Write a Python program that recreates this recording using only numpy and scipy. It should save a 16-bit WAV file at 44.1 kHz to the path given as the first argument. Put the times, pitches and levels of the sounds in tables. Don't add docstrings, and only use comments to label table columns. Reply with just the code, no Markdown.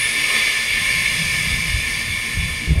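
import sys
import numpy as np
from scipy import signal
from scipy.fft import rfft, irfft, next_fast_len
from scipy.io import wavfile
from scipy.ndimage import uniform_filter1d, map_coordinates

SR = 44100
rng = np.random.default_rng(int(sys.argv[2]) if len(sys.argv) > 2 else 0)


def unload_audio(sound):
    columns = np.transpose(np.atleast_2d(sound))
    steps = np.round(np.clip(columns, -1, 1) * 32767)
    wavfile.write(sys.argv[1], SR, steps.astype(np.int16))


N = 123479

# [f/Hz, relative gain/dB]
AIR_COLOUR = [(120, -13), (200, 0.5), (343, -2), (831, -8), (1060, 0.5), (1150, -7), (1500, -7),
              (1950, -86), (3300, -120)]
# [f/Hz, width/Hz, relative level/dB]
DRONE_PEAKS = [(147, 19, -3.5), (229, 30, 1), (300, 23, -2.5), (458, 34, -7.5)]
AIR_DB, DRONE_DB = -44, -44

# [t/s, deep level/dB, boom level/dB]
RUMBLE_LEVELS = [(0.0, -47, -35), (0.06, -38, -52), (0.56, -44, -52), (1.1, -34.5, -31.5), (1.16, -38, -39),
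                 (1.21, -39.5, -29.5), (1.35, -28.5, -36), (1.48, -34, -30.5), (1.78, -26.5, -36),
                 (2.3, -39, -42), (2.39, -25.5, -29.5), (2.47, -28.5, -35), (2.55, -27, -38.5),
                 (2.63, -32, -37)]
# [f/Hz, relative gain/dB]
DEEP_COLOUR = [(12, -35), (20, -6), (54, -1), (130, -6), (170, -36), (290, -120)]
# [f/Hz, width/Hz, relative level/dB]
BOOM_PEAKS = [(162, 19.5, -7), (122, 19, -9), (196, 68, -20)]

# [f/Hz, width/Hz, relative level/dB]
SCRAPE_PEAKS = [(373, 120, -1), (600, 390, 1)]
SCRAPE_END_DB, SCRAPE_RISE_DB_PER_S, SCRAPE_PATCHY_DB = -36, 150, 1.5

# [t/s, gain/dB, extra gain of the modes above the lowest/dB]
BLOWS = [(2.372, -16, -10), (2.394, -24, -3), (2.675, -13, 4), (2.693, -10.5, 3.5), (2.707, -7, 6.5),
         (2.723, -10, -6), (2.759, -13, 2), (2.775, -7, -17), (2.786, -15, -21)]
# [f/Hz, relative level/dB, t60/s]
BODY_MODES = [(72.4, 8, 0.05), (151.7, -8.5, 0.15), (213, -13, 0.044), (298, -14.5, 0.045),
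              (390, -24, 0.029), (527, -26, 0.024)]
CLUNK_RISE_S = 0.0029

# [f/Hz, width/Hz, level/dB, hold/s, t60/s]
SPIT_BANDS = [(9700, 700, -31, .1, .4), (10130, 120, -39, .26, .15)]

# [t/s, low level/dB, body level/dB, middle level/dB, treble level/dB]
JET_LEVELS = [(0.0, -40, -20, -31, -34), (0.27, -38, -21, -31, -33.5), (0.33, -33, -20.5, -29, -31.5),
              (0.37, -33.5, -17.5, -28, -31.5), (0.61, -37, -19, -29.5, -32.5),
              (0.65, -39.5, -21, -30, -33.5), (0.72, -39, -18.5, -31.5, -33),
              (1.25, -39.5, -20.5, -30, -32.5), (2.42, -44.5, -25.5, -36, -37.5),
              (2.46, -55, -24.5, -36, -39), (2.49, -41.5, -26, -35.5, -35.5), (2.7, -50, -27.5, -38, -42.5),
              (2.77, -53, -31.5, -43, -43), (2.78, -50, -30.5, -43.5, -45), (2.8, -53, -29.5, -41, -42)]
BODY_HZ, MIDDLE_HZ, TREBLE_HZ = 1450, 4000, 7900
# [f/Hz, relative gain/dB]
JET_COLOUR = [(200, -53), (350, -26.5), (835, -24.5), (1440, -23), (1730, -14), (2250, -3), (3000, -11),
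              (3800, -17), (5000, -18.5), (7890, -24.5), (8600, -16.5), (9600, -15), (10300, -19.5),
              (11500, -21), (12400, -26), (13000, -26), (15600, -35)]
# [f/Hz, width/Hz, relative level/dB]
HOUSING_PEAKS = [(1069, 94, -13.5), (1240, 55, -16), (1771, 34.6, 6), (1715, 60, -2), (2236, 155, 2),
                 (2786, 73, -12), (2837, 68, -7.5), (3360, 140, -10), (3511, 164, -6), (4105, 98, -12.5),
                 (4550, 35, -8.5), (4730, 99, -11), (5056, 44, -13), (5376, 99, -11.5)]
# [f/Hz, width/Hz, relative level/dB]
NOZZLE_PEAKS = [(6150, 30, 4.5), (6590, 70, 2.5), (7036, 35, -3), (8770, 510, 8), (9040, 40, 11.5),
                (9550, 460, 6), (10200, 50, 8), (10300, 66, 5), (10700, 43, 1), (11600, 65, 5),
                (12900, 300, -10)]
# [f/Hz, level/dB]
PIPE_TONES = [(1050, -48), (1803, -37), (1852, -42), (2067, -37), (2164, -36), (2207, -33), (2283, -35),
              (2336, -35), (2412, -40), (2466, -40), (2589, -41), (2654, -44), (2778, -44), (2864, -41),
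              (3182, -47), (3338, -43), (3472, -41), (3537, -40), (3967, -50), (4032, -49), (4554, -48),
              (4710, -47), (4980, -47), (5459, -49)]
PIPE_WIDTH_HZ = 9.7
# [f/Hz, width/Hz, depth/dB]
CAB_NOTCHES = [(3105, 50, -14), (5290, 180, -9), (7980, 120, -7), (10500, 200, -4)]
BROAD_DB, HOUSING_DB, NOZZLE_DB, PIPES_DB = -7.5, -7, -25, 4.5
FLUTTER_DB, JET_PATCHY_DB = 0.58, 0.37
CAB_T60_S, CAB_DB = 0.17, -0.5

LOW_CUT_HZ, TOP_HZ = 15, 15700


def amp(db):
    return 10 ** (np.asarray(db) / 20)


def unit(x):
    return x / np.sqrt(np.mean(x ** 2) + 1e-20)


def along(points, hz):
    f, db = np.transpose(points)
    return amp(np.interp(np.log(hz + 1), np.log(f + 1), db))


def curves(rows):
    t, *columns = np.transpose(rows)
    return [np.interp(np.arange(N) / SR, t, column) for column in columns]


def wobble(rate):
    knots = rng.standard_normal(int(N * rate / SR) + 4)
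    return map_coordinates(knots, [np.arange(N) * rate / SR])


def filtered(x, response):
    m = next_fast_len(N + SR // 2)
    spectrum = rfft(x, m) * response(np.fft.rfftfreq(m, 1 / SR))
    return irfft(spectrum, m)[..., :N]


def humps(peaks, hz):
    return sum(amp(2 * db) / (1 + (2 * (hz - centre) / width) ** 2) ** 2 for centre, width, db in peaks)


def noise(response, patchy_db):
    z = signal.stft(rng.standard_normal(N + 512), nperseg=512)[2]
    across_bins = uniform_filter1d(rng.standard_normal(z.shape), size=6, axis=0)
    patches = unit(uniform_filter1d(across_bins, size=14, axis=1))
    patchy = signal.istft(z * amp(patchy_db * patches), nperseg=512)[1][:N]
    return unit(filtered(patchy, response))


def resonant_noise(peaks, patchy_db):
    return noise(lambda f: np.sqrt(humps(peaks, f)), patchy_db)


def cab_air():
    return amp(AIR_DB) * noise(lambda f: along(AIR_COLOUR, f), patchy_db=0.2)


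def machinery_drone():
    return amp(DRONE_DB) * resonant_noise(DRONE_PEAKS, patchy_db=3.5)


def floor_rumble():
    deep_db, boom_db = curves(RUMBLE_LEVELS)
    deep = amp(deep_db + 2.6 * wobble(12.32)) * noise(lambda f: along(DEEP_COLOUR, f), patchy_db=1.9)
    boom = amp(boom_db + 0.63 * wobble(7.9)) * resonant_noise(BOOM_PEAKS, patchy_db=-1.6)
    return deep + boom


def scrape():
    seconds_left = np.arange(N)[::-1] / SR
    level_db = SCRAPE_END_DB - SCRAPE_RISE_DB_PER_S * seconds_left
    return amp(level_db) * resonant_noise(SCRAPE_PEAKS, SCRAPE_PATCHY_DB)


def clunks():
    onset, gain_db, upper_db = np.transpose(BLOWS)[:, :, None]
    t = np.maximum(np.arange(N) / SR - onset, 0)
    ring = 0
    for k, (hz, db, t60) in enumerate(BODY_MODES):
        mode_db = db + upper_db * (k > 0) - 60 * t / t60
        ring = ring + amp(mode_db) * np.sin(2 * np.pi * hz * t)
    soft_onset = 1 - np.exp(-t / CLUNK_RISE_S)
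    return -np.sum(amp(gain_db) * ring * soft_onset, axis=0)


def spits():
    t = np.arange(N) / SR
    total = 0
    for hz, width, db, hold, t60 in SPIT_BANDS:
        fading_db = db - 60 * np.maximum(t - hold, 0) / t60
        total = total + amp(fading_db) * resonant_noise([(hz, width, 0)], patchy_db=-3.5)
    return total


def cab(x):
    t = np.arange(SR // 3) / SR
    tail = rng.standard_normal(len(t)) * amp(-60 * t / CAB_T60_S)
    echoes = signal.fftconvolve(x, tail / np.linalg.norm(tail))[:N]
    return x + amp(CAB_DB) * echoes


def valve_rings(hz):
    top_db = max(db for _, db in PIPE_TONES)
    pipes = [(f, PIPE_WIDTH_HZ, db - top_db) for f, db in PIPE_TONES]
    paths = [(HOUSING_DB, HOUSING_PEAKS), (NOZZLE_DB, NOZZLE_PEAKS), (PIPES_DB, pipes)]
    return np.sqrt(sum(amp(2 * db) * humps(peaks, hz) for db, peaks in paths))


def notched_bands(hz):
    dips = amp(sum(db * humps([(centre, width, 0)], hz) for centre, width, db in CAB_NOTCHES))
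    above_body, above_middle, above_treble = [1 / (1 + (edge / (hz + 1)) ** 20)
                                              for edge in (BODY_HZ, MIDDLE_HZ, TREBLE_HZ)]
    return dips * np.array([1 - above_body, above_body - above_middle,
                            above_middle - above_treble, above_treble])


def jet():
    broad_source = cab(noise(np.ones_like, JET_PATCHY_DB))
    broad = filtered(broad_source, lambda f: amp(BROAD_DB) * along(JET_COLOUR, f))
    ringing = filtered(noise(np.ones_like, JET_PATCHY_DB), valve_rings)
    bands = filtered(broad + ringing, notched_bands)
    levelled = sum(amp(db) * unit(band) for db, band in zip(curves(JET_LEVELS), bands))
    return amp(FLUTTER_DB * wobble(7.23)) * levelled


def scene():
    background = cab_air() + machinery_drone() + floor_rumble()
    return (background + scrape() + clunks() + spits() + jet())[None]


def record(dry):
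    return filtered(dry, lambda hz: (hz < TOP_HZ) * (1j * hz / (LOW_CUT_HZ + 1j * hz)) ** 2)


dry = scene()
out = record(dry)
unload_audio(out)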